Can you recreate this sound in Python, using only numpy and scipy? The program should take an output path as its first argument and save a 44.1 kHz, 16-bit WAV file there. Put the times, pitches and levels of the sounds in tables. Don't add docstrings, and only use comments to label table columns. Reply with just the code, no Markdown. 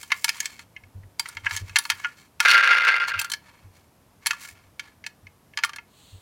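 import sys
import numpy as np
from scipy import signal
from scipy.fft import rfft, irfft, next_fast_len
from scipy.io import wavfile
from scipy.ndimage import uniform_filter1d

SR = 44100
rng = np.random.default_rng(int(sys.argv[2]) if len(sys.argv) > 2 else 0)


def unload_audio(sound):
    columns = np.transpose(np.atleast_2d(sound))
    steps = np.round(np.clip(columns, -1, 1) * 32767)
    wavfile.write(sys.argv[1], SR, steps.astype(np.int16))


N = 273861

# start t/s, length/s, level/dB, tilt above 1 kHz/(dB per octave)
SLIDES = [(-.06, 0.21, -50, 2.5), (0.063, 0.35, -51, 3.5), (0.249, 0.4, -46.5, -1), (1.178, 0.31, -53, -2),
          (1.431, 0.089, -42, -6), (1.486, 0.14, -39, -1.5), (1.558, 0.35, -57, -1.5),
          (1.738, 0.31, -49, 3.5), (1.908, 0.25, -49, -3), (2.138, 0.15, -57.5, -1),
          (2.398, 0.11, -36.5, -4.5), (3.069, 0.044, -33, -4), (3.367, 0.33, -59, -5.5),
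          (3.7, 0.17, -64, -0.5), (4.206, 0.29, -50, -4), (4.374, .17, -44, 1), (4.504, .21, -62, -4.5),
          (4.796, 0.15, -57.5, -5)]
# f/Hz, level/dB
SKIN_SPECTRUM = [(100, -43.5), (600, -26), (950, -3.5), (2100, -0.5), (3300, -3), (4300, -2), (7000, -1.5),
                 (11000, -9), (16000, -11.5)]
# f/Hz, level/dB, t60/s
SHELL_MODES = [(931, -6.5, 0.055), (1073, -16, 0.015), (1168, -4.5, 0.033), (1405, -7, .09),
               (1715, 3, 0.045), (1792, -3.5, 0.05), (2191, 8.5, .032), (2298, 1.5, 0.03),
               (2575, 0.5, .035), (3162, 0, 0.044), (4307, 5.5, 0.022), (4640, -10.5, 0.078),
               (5150, -14.5, 0.012), (5800, -12, .028), (5850, -10.5, 0.024), (7420, 1, .03),
               (9000, 0, .022), (10030, -15.5, 0.024), (10560, 0.5, 0.023), (11270, -2, 0.02)]
# t/s, core level/dB, struck part's f/Hz, body level/dB re core, brightness
CLICKS = [(0.03, -45, 7970, -0.5, 0.5), (0.103, -35.5, 2100, -10, -17), (0.118, -16, 2077, -9, -13),
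          (0.2431, -22.5, 2204, -8.5, 0), (0.2804, -29.5, 2350, -5.5, -6), (0.2908, -21.5, 4990, -15, -5),
          (0.4027, -29, 6570, -23, -0.5), (0.456, -30.5, 7880, -17, -1.5), (0.592, -43.5, 2060, -5.5, -4.5),
          (0.7635, -36, 2134, -38, -26.5), (0.836, -49.5, 2180, -16, -20), (1.033, -57, 1933, -12, -25),
          (1.1952, -28.5, 4740, -5.5, 1), (1.257, -35, 1960, -5.5, -14), (1.287, -52, 8900, 8, 7.5),
          (1.369, -31, 2150, -9.5, -14.5), (1.4612, -31, 1990, -12, -21), (1.4654, -17, 1648, -14, -39),
          (1.509, -28.5, 1770, -5.5, -10.5), (1.564, -36, 6460, -13, 2), (1.571, -32, 2200, -22, -3.5),
          (1.694, -42, 1660, -7, -8.5), (1.758, -15.5, 2130, -14, -7), (1.764, -17.5, 1760, -8.5, -7.5),
          (1.786, -30, 10030, -3, 4.5), (1.852, -35, 4350, -0.5, -5), (1.9, -19.5, 2530, -7, -4.5),
          (1.917, -28.5, 1680, -8.5, -11), (2.039, -38, 1530, -8, -15), (2.0455, -24.5, 1420, 0, -22),
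          (2.053, -31, 1415, 5, -30), (2.402, -18, 2530, -2, -5.5), (3.191, -25, 2608, -47, -8.5),
          (3.196, -41, 14500, 0, 7), (3.2139, -35.5, 2680, 0.5, 3), (3.2447, -38.5, 1400, 8, 0.5),
          (3.299, -43.5, 4160, -2, 2.5), (3.3172, -31, 3110, -7.5, 0.5), (3.3356, -28, 4290, -12.5, -5),
          (4.26, -25.5, 1795, -7, -3.5), (4.2677, -26, 11100, -11, 1), (4.3072, -21.5, 1396, -5.5, -9),
          (4.331, -40, 1184, 4, -7), (4.7945, -31, 2260, -11, -9), (5.04, -39, 2165, -19, -16),
          (5.064, -32, 2555, -13.5, -6), (5.268, -43.5, 2170, -21.5, -19), (5.5354, -48, 1725, -25, -22),
          (5.5731, -26, 5000, -10, -8.5), (5.587, -32, 4760, -5, -11), (5.6356, -18, 1406, -4, -10.5),
          (5.6467, -35.5, 1188, 7, 2), (5.693, -39.5, 1180, 1.5, -7), (5.733, -39, 1615, -9, -10.5),
          (5.76, -41.5, 1710, -4, -2.5), (5.784, -35.5, 2140, -8.5, -21)]
# low f/Hz, high f/Hz
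REGISTERS = [(750, 1600), (1600, 3200), (3200, 7000), (7000, 16000)]
# f/Hz, level/dB
CRACK_SPECTRUM = [(100, -34), (450, -25.5), (750, -32.5), (920, -0.5), (2000, 3.5), (6000, 2.5),
                  (10500, -4), (12500, -9), (16000, -12.5)]
# t/s from the click, level/dB re
TOUCH_AND_REBOUND = [(-.007, -29.5), (.006, -20)]
# t/s, level/dB
BUMPS = [(0.82, -43.5), (0.942, -28), (1.024, -37), (1.349, -41), (1.42, -37), (1.51, -31.5), (1.599, -26),
         (1.681, -36.5), (1.91, -43), (3.143, -36), (3.637, -38), (4.51, -47), (4.636, -45), (5.221, -41),
         (6.119, -35)]
# f/Hz, level/dB
RUMBLE_SPECTRUM = [(15, 1.5), (28, 0), (50, 5.5), (110, 1.5), (250, -14.5), (450, -16.5), (800, -31),
                   (2000, -55)]
# f/Hz, level/dB, t60/s
CHASSIS_MODES = [(878, -21, 0.07), (935, -28.5, 0.0292), (1397, 9.5, 0.091), (1430, -18.5, 0.025),
                 (1594.6, 4, 0.1), (1623, 2, .04), (2084, 5, 0.063), (2160, -8, 0.1), (2563, -13, 0.041),
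                 (2744, -9, 0.11), (2950, -18, .05), (3126, -17, 0.037), (3380, -5.5, 0.053),
                 (4365, -2.5, 0.031), (4780, -9, .03), (5390, -9, 0.015), (6500, -15, .03),
                 (10200, -15.5, 0.019), (10900, -16, .02)]
# f/Hz, level/dB
CLACK_SPECTRUM = [(100, -31), (300, -22), (560, -2), (740, -21.5), (900, -2), (1200, 1), (2100, 9.5),
                  (2700, 13), (3300, -11.5), (5000, -13.5), (7000, -17.5), (11000, -23), (16000, -34)]
# f/Hz, level/dB
TICK_SPECTRUM = [(300, -37.5), (1500, 5), (2800, 5.5), (4500, 0.5), (6200, -7.5), (7500, -15.5),
                 (11000, -21), (16000, -24.5)]
# t/s, half length/s, level change/dB, hardness change
LEANS = [(2.514, 0.033, 0, 7), (2.618, 0.0041, -26, -3.5), (2.715, 0.01, 3, -4), (2.798, .06, 0, -0.5),
         (2.886, .018, 8, 1.5), (2.955, .04, 3.5, -2), (3.077, 0.022, -11, -8), (3.122, .028, 5, 0)]
# t/s, level/dB
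SWISH_LEVELS = [(5.879, -72), (5.988, -58), (6.11, -56.5), (6.21, -61.5)]
# f/Hz, level/dB
SWISH_SPECTRUM = [(500, -28.5), (1500, -11), (2300, -7), (3000, 2), (4300, 3), (5200, -15), (6500, -5),
                  (8200, -2.5), (10000, -13.5), (13000, -15), (16000, -13)]
# f/Hz, t60/s
ROOM_DECAY = [(200, 0.53), (1400, 0.23), (4000, 0.18), (9000, 0.12), (16000, 0.28)]
# f/Hz, level/dB
ROOM_TONE_SPECTRUM = [(24, -28.5), (40, -12), (85, -1.5), (269, -8.5), (372, -12.5), (965, -14.5),
                      (1590, -21.5), (4340, -28.5), (5180, -27.5), (8340, -30), (9450, -28.5), (13800, -29),
                      (16000, -39.5)]

RING_T = np.arange(4096) / SR
FLICK_S, STOP_S = 2.45, 3.32


def amp(db):
    return 10 ** (np.asarray(db) / 20)


def unit_rms(x):
    return x / np.sqrt(np.mean(x ** 2) + 1e-20)


def unit_blow(x):
    return x / np.sqrt(np.sum(x ** 2) / (SR / 100) + 1e-20)


def read(points, hz):
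    f, value = np.transpose(points)
    return np.interp(np.log(hz + 1), np.log(f + 1), value)


def add(mix, s, sound):
    at = round(s * SR)
    sound, part = sound[max(-at, 0):], mix[max(at, 0):]
    part[:len(sound)] += sound[:len(part)]


def highpass(x, hz, order):
    return signal.sosfilt(signal.butter(order, hz, "high", fs=SR, output="sos"), x)


def colour(x, points, size=1024):
    log_gain = np.log(amp(read(points, abs(np.fft.fftfreq(size, 1 / SR)))))
    impulse = np.fft.ifft(np.exp(np.conj(signal.hilbert(log_gain)))).real
    return signal.fftconvolve(x, impulse[:size // 2])[:len(x)]


def noise(count, points, tilt_db=0):
    hz = np.fft.rfftfreq(count, 1 / SR)
    gain = amp(read(points, hz) + tilt_db * np.log2(np.maximum(hz, 1000)))
    return unit_rms(irfft(rfft(rng.standard_normal(count)) * gain, count))


def decay(t60):
    return np.exp(-np.log(1000) * RING_T / t60)


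def rings(modes):
    hz, db, t60 = np.transpose(modes)[:, :, None]
    return amp(db) * np.cos(2 * np.pi * hz * RING_T) * decay(t60)


def strike(tones, spread_db):
    strengths = amp(spread_db * rng.standard_normal((len(tones), 1)))
    return unit_blow((strengths * tones).sum(0))


def burst(grain, t60):
    at = rng.integers(len(grain) - len(RING_T))
    return unit_blow(grain[at:at + len(RING_T)] * decay(t60))


def slide_db(share, peak_share=.33, fade_db=16.5):
    return np.interp(share, [0, peak_share, 1], [-fade_db, 0, -fade_db])


def finger_slides(clump_db=3.0, grain_db=1.5, shell_db=-6):
    out, tones = np.zeros(N), rings(SHELL_MODES)
    for start, length, db, tilt_db in SLIDES:
        t = np.arange(0, length, 1 / SR)
        clumps = unit_rms(uniform_filter1d(rng.standard_normal(len(t)), size=260))
        grains = unit_rms(uniform_filter1d(rng.standard_normal(len(t)), size=40))
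        stroke = amp(db + slide_db(t / length) + clump_db * clumps + grain_db * grains)
        friction = noise(next_fast_len(len(t)), SKIN_SPECTRUM, tilt_db)[:len(t)]
        hiss = stroke * friction * signal.windows.tukey(len(t), .15)
        body = strike(tones, spread_db=3.5)
        add(out, start, hiss)
        add(out, start, amp(shell_db) * signal.fftconvolve(hiss, body / np.linalg.norm(body)))
    return out


def touches_and_rebounds(timing_spread=.25, spread_db=5.5):
    rows = []
    for offset_s, relative_db in TOUCH_AND_REBOUND:
        for s, db, *voice in CLICKS:
            late, size = rng.standard_normal(2)
            at = s + offset_s * np.exp(timing_spread * late)
            rows.append((at, db + relative_db + spread_db * size, *voice))
    return rows


def nail_taps(per_s=14, above_slide_db=.5, spread_db=3, body_db=-4.5, brightness=-15.5):
    rows = []
    for place, size, pick in rng.random((round(per_s * N / SR), 3)):
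        s = place * N / SR
        part_hz = SHELL_MODES[int(pick * len(SHELL_MODES) / 2)][0]
        slide_levels = [db + slide_db((s - start) / length)
                        for start, length, db, _ in SLIDES if start < s < start + length]
        if slide_levels:
            tap_db = max(slide_levels) + above_slide_db + spread_db * (2 * size - 1)
            rows.append((s, tap_db, part_hz, body_db, brightness))
    return rows


def register_levels(part_hz, body_db, brightness, lift_db=2.5):
    edge_db = 1.6 + .89 * brightness
    sparkle_db = -1.5 + 1.69 * brightness
    edge_lift, sparkle_lift = [lift_db * (low < part_hz <= high) for low, high in REGISTERS[2:]]
    return np.array([body_db, 0, edge_db + edge_lift, sparkle_db + sparkle_lift])


def voiced(blow, levels_db):
    hz, power = np.fft.rfftfreq(len(blow), 1 / SR), abs(rfft(blow)) ** 2
    points = []
    for (low, high), db in zip(REGISTERS, levels_db):
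        share = power[(hz > low) & (hz < high)].sum() / power.sum()
        gain_db = db - 10 * np.log10(share)
        points += [(low * 1.1, gain_db), (high / 1.1, gain_db)]
    return colour(unit_blow(blow), points)


def shell_clicks(crack_db=-1, part_db=-5, purity=.68, damped_hz=5500, rise_s=.001):
    out, tones, walls = np.zeros(N), rings(SHELL_MODES), noise(SR, CRACK_SPECTRUM)
    shell_t60 = np.array(SHELL_MODES)[:, ::2]
    for s, core_db, part_hz, body_db, brightness in [*CLICKS, *touches_and_rebounds(), *nail_taps()]:
        levels = register_levels(part_hz, body_db, brightness)
        part_t60 = .94 * read(shell_t60, part_hz) / np.hypot(1, part_hz / damped_hz)
        note = unit_blow(np.sin(2 * np.pi * part_hz * RING_T) * decay(part_t60))
        prominence_db = np.interp(part_hz, np.mean(REGISTERS, axis=1), levels) - np.mean(levels[:3])
        note_db = part_db + purity * max(prominence_db, 0)
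        crack = amp(crack_db) * burst(walls, t60=.029)
        blow = crack + strike(tones, spread_db=3.5) + amp(note_db) * note
        blow *= 1 - np.exp(-RING_T / rise_s)
        radiated = highpass(blow, hz=760, order=4)
        add(out, s, voiced(radiated, core_db + levels))
    return out


def table_bumps(resonance_hz=94.1, swell_s=.014, rumble_db=-12):
    out, t = np.zeros(N), np.arange(SR // 3) / SR
    push = (t / swell_s) ** 2 * np.exp(-t / swell_s)
    tone = np.sin(2 * np.pi * resonance_hz * t)
    for s, db in BUMPS:
        rumble = amp(rumble_db) * noise(len(t), RUMBLE_SPECTRUM)
        add(out, s, amp(db) * push * (tone + rumble))
    return out


def axle_contacts(per_s=190, turns_per_s=33, rate_sag=.35, jitter=.33, spin_db=-16.5):
    gaps, size_scatter, hard_scatter = rng.standard_normal((240, 3)).T
    spin_s, at = STOP_S - FLICK_S, [FLICK_S]
    for gap in gaps[1:]:
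        rate = per_s * (1 - rate_sag * min((at[-1] - FLICK_S) / spin_s, 1))
        at.append(at[-1] + np.exp(jitter * gap) / rate)
    at = np.array(at)
    spent = (at - FLICK_S) / spin_s
    slowing_db = 22.5 * np.log10(np.maximum(1 - spent, .01))
    turns = turns_per_s * (at - FLICK_S) * (1 - rate_sag * spent / 2)
    knock = np.diff(np.floor(turns), prepend=-1) > 0
    lean_s, half_s, lean_db, lean_hardness = np.transpose(LEANS)
    lean = np.exp(-((at[:, None] - lean_s) / half_s) ** 2)
    db = spin_db + slowing_db + lean @ lean_db + 2 * knock + 1.8 * size_scatter
    hardness = -5 - 4 * spent + lean @ lean_hardness + 5 * knock + 2 * hard_scatter
    return np.transpose([at, db, hardness])[at < STOP_S]


def wheel_rattle(clack_db=-5.5, tick_db=-7, treble_hz=3600, rise_s=.0006):
    out, tones = np.zeros(N), rings(CHASSIS_MODES)
    clacks, ticks = noise(SR, CLACK_SPECTRUM), noise(SR, TICK_SPECTRUM)
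    places = [(burst(clacks, t60=.033), burst(ticks, t60=.018)) for _ in range(6)]
    for s, db, hardness in axle_contacts():
        clack, tick = places[rng.integers(len(places))]
        blow = strike(tones, spread_db=5.0) + amp(clack_db) * clack + amp(tick_db + hardness / 2) * tick
        treble = highpass(blow, treble_hz, order=1)
        blow += (amp(2.6 * hardness) - 1) * treble
        blow *= 1 - np.exp(-RING_T / rise_s)
        add(out, s, amp(db) * unit_blow(blow))
    return highpass(out, hz=470, order=2)


def swish():
    times, db = np.transpose(SWISH_LEVELS)
    out, t = np.zeros(N), np.arange(times[0], times[-1], 1 / SR)
    add(out, times[0], amp(np.interp(t, times, db)) * noise(SR, SWISH_SPECTRUM)[:len(t)])
    return out


def reflections(x, count=20000, density=.1, gap_s=.004):
    taps = rng.choice([-1., 1.], count) * (rng.random(count) < density)
    taps *= np.arange(count) > gap_s * SR
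    hz, t, spectra = signal.stft(taps, SR, nperseg=256)
    fade = np.exp(-np.log(1000) * t / read(ROOM_DECAY, hz)[:, None])
    tail = signal.istft(spectra * fade, SR, nperseg=256)[1]
    return signal.fftconvolve(x, tail / np.linalg.norm(tail))[:N]


def scene(reflections_db=-15.5, room_tone_db=-59):
    toy = shell_clicks() + wheel_rattle() + finger_slides() + swish()
    mix = toy + amp(reflections_db) * reflections(toy) + table_bumps()
    room_tone = amp(room_tone_db) * noise(next_fast_len(N), ROOM_TONE_SPECTRUM)[:N]
    return (mix + room_tone)[None]


def record(dry, ceiling=.9, cutoff_hz=16300):
    rounded = dry / (1 + (dry / ceiling) ** 8) ** (1 / 8)
    lowpass = signal.firwin(255, cutoff_hz, window=("kaiser", 9), fs=SR)
    return signal.oaconvolve(rounded, lowpass[None], "same")


dry = scene()
out = record(dry)
unload_audio(out)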